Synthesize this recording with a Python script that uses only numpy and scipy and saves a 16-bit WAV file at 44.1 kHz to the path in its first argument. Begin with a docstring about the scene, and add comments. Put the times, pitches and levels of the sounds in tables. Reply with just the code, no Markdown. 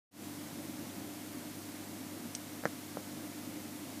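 """A low hum and watery drone under even hiss: an aquarium in a quiet room, close to the glass.
The pump hums at multiples of the mains; its moving water drones in the tank with a soft wash.
Past halfway a small hard thing ticks sharply, then a few dull taps ring the tank, the loudest with
a weaker tick on it; the room answers faintly. Microphone hiss and a faint electronic whine lie
over it all. Mono, fading in at the start."""
import sys
import numpy as np
from scipy import signal
from scipy.fft import rfft, irfft, next_fast_len
from scipy.io import wavfile
from scipy.ndimage import map_coordinates

SR = 44100
rng = np.random.default_rng(int(sys.argv[2]) if len(sys.argv) > 2 else 0)


def pcm_store(signal):
    """Save signal as 16-bit PCM."""
    levels = np.round(np.clip(np.atleast_2d(signal), -1, 1) * 32767)
    wavfile.write(sys.argv[1], SR, levels.astype(np.int16).T)


N = 176400
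T = np.arange(N) / SR


def amp(db):
    """dB to gain."""
    return 10 ** (np.asarray(db) / 20)


def butter(hz, kind, order):
    """Butterworth high- or low-pass sections."""
    return signal.butter(order, min(hz, SR / 2 - 1), kind, fs=SR, output="sos")


def filtered(x, response):
    """x shaped by the gain response(f/Hz)."""
    n_fft = next_fast_len(N + 8192)
    hz = np.fft.rfftfreq(n_fft, 1 / SR)
    return irfft(rfft(x, n_fft) * response(hz), n_fft)[..., :N]


def noise(spectrum):
    """Unit-rms noise coloured by (f/Hz, density/dB) points."""
    knot_hz, knot_db = np.transpose(spectrum)
    white = rng.standard_normal(N)
    x = filtered(white, lambda hz: amp(np.interp(np.log(hz + 1), np.log(knot_hz + 1), knot_db)))
    return x / x.std()


def wobble(rate_hz):
    """Smooth random curve, rms about 1, rate_hz knots per second."""
    return map_coordinates(rng.standard_normal(256), [T * rate_hz], mode="wrap")


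def tone(hz):
    """Unit-rms sine, random phase."""
    return np.sqrt(2) * np.sin(2 * np.pi * (hz * T + rng.random()))


def pump(mains_hz=49.95, waver_db=0.6):
    """Pump hum: mains harmonics, each wavering slightly in level."""
    # mains multiple, level/dB
    harmonics = [(2, -59.5), (3, -64), (4, -61.5), (5, -62.5), (6, -53), (8, -67.5), (9, -78), (10, -84.5),
                 (12, -69), (14, -65), (16, -75), (18, -73.5), (20, -78)]
    return sum(amp(db + waver_db * wobble(rate_hz=3.35)) * tone(k * mains_hz) for k, db in harmonics)


def water_drone(waver_db=1.2):
    """Running filter and tank: low noise, slowly swelling and a little restless."""
    # f/Hz, relative density/dB
    spectrum = [(25, -47), (45, -34.5), (80, -22), (120, -12.5), (165, -10), (215, -3), (270, -0.5),
                (322, 0), (345, -8), (420, -19), (490, -15), (565, -13.5), (650, -18.5), (850, -21),
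                (1100, -28.5), (2000, -41)]
    # t/s, level/dB
    swell = [(.3, -49.5), (.85, -45.5), (1.45, -48), (1.85, -49), (2.15, -47), (2.5, -49.5), (3.1, -48),
             (4, -47.5)]
    swell_db = np.interp(T, *np.transpose(swell))
    return noise(spectrum) * amp(swell_db + waver_db * wobble(rate_hz=11))


def water_wash(level_db=-59.5, waver_db=0.7):
    """Moving water: soft, wavering midrange noise."""
    # f/Hz, relative density/dB
    spectrum = [(300, -22), (700, -1.5), (1100, 0), (1500, -1.5), (1800, -2), (2170, 1), (2500, -6),
                (3500, -7.5), (8000, -26)]
    return noise(spectrum) * amp(level_db + waver_db * wobble(rate_hz=14))


def microphone_hiss(level_db=-51):
    """Steady, nearly white microphone noise."""
    # f/Hz, relative density/dB
    spectrum = [(30, -10), (300, 4), (3000, -0.5), (6000, 0.5), (11000, -.8), (14400, -1.4), (15300, -7.5)]
    return amp(level_db) * noise(spectrum)


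def electronics_whine():
    """Faint, steady high tones from the electronics."""
    # f/Hz, level/dB
    tones = [(4345, -79), (5094, -95), (14085, -85), (14185, -82.5)]
    return sum(amp(db) * tone(hz) for hz, db in tones)


def struck(blows, modes, low_hz):
    """Blows ring a body's damped modes; softer contact cuts the highs. Little radiates below low_hz."""
    t = np.arange(SR // 8) / SR
    ring = sum(amp(db - 60 * t / t60_s) * np.cos(2 * np.pi * hz * t) for hz, db, t60_s in modes)
    ring = signal.sosfilt(butter(low_hz, "high", order=2), ring)
    out = np.zeros(N + SR)
    for start_s, gain_db, cutoff_hz in blows:
        blow = signal.sosfilt(butter(cutoff_hz, "low", order=7), ring)
        start = round(start_s * SR)
        out[start:start + len(t)] += amp(gain_db) * blow
    return out[:N]


def ticks():
    """Hard contacts ring the high, brief modes of a small hard thing."""
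    # t/s, gain/dB, contact cut-off/Hz
    blows = [(2.3509, -22.5, 8550), (2.3522, -35, 13000), (2.3537, -31.5, 11100), (2.6546, -29.5, 6160)]
    # f/Hz, gain/dB, t60/s
    modes = [(2080, -27, 0.0038), (3100, -15, 0.0035), (4750, -10, 0.0024), (5870, 0, 0.0041),
             (8180, -8.5, 0.012), (8950, -11, 0.0064), (10840, -11, 0.0085)]
    return struck(blows, modes, low_hz=1730)


def tank_taps():
    """Dull taps ring the tank's low modes."""
    # t/s, gain/dB, contact cut-off/Hz
    blows = [(2.6374, -27.5, 1870), (2.6546, -11.5, 1940), (2.6675, -32, 1900), (2.6732, -35, 2200),
             (2.9708, -20, 1290)]
    # f/Hz, gain/dB, t60/s
    modes = [(189, -13.5, 0.032), (464, -15, 0.011), (554, -8.5, 0.013), (706, -25.5, 0.01),
             (1270, -11.5, 0.0055), (1650, -7, 0.0044)]
    return struck(blows, modes, low_hz=128)


def room(x, t60_s=0.055, tail_db=-10.5, delay_s=0.0035):
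    """Direct sound plus a short, weak tail from the walls."""
    t = np.arange(SR // 4) / SR
    tail = rng.standard_normal(len(t)) * amp(-60 * t / t60_s) * (t > delay_s)
    tail /= np.linalg.norm(tail)
    return x + amp(tail_db) * signal.fftconvolve(x, tail)[:N]


def scene():
    """Pump, water, ticks and taps, alike in both channels."""
    mono = pump() + water_drone() + water_wash() + room(ticks() + tank_taps())
    return np.array([mono, mono])


def record(dry):
    """Recorder: adds hiss and whine, fades in, limits the band."""
    fade_start_s, fade_s, top_hz = 0.11, 0.13, 15350
    noisy = dry + microphone_hiss() + electronics_whine()
    fade = np.clip((T - fade_start_s) / fade_s, 0, 1)
    return filtered(noisy * fade, lambda hz: hz < top_hz)


dry = scene()
out = record(dry)
pcm_store(out)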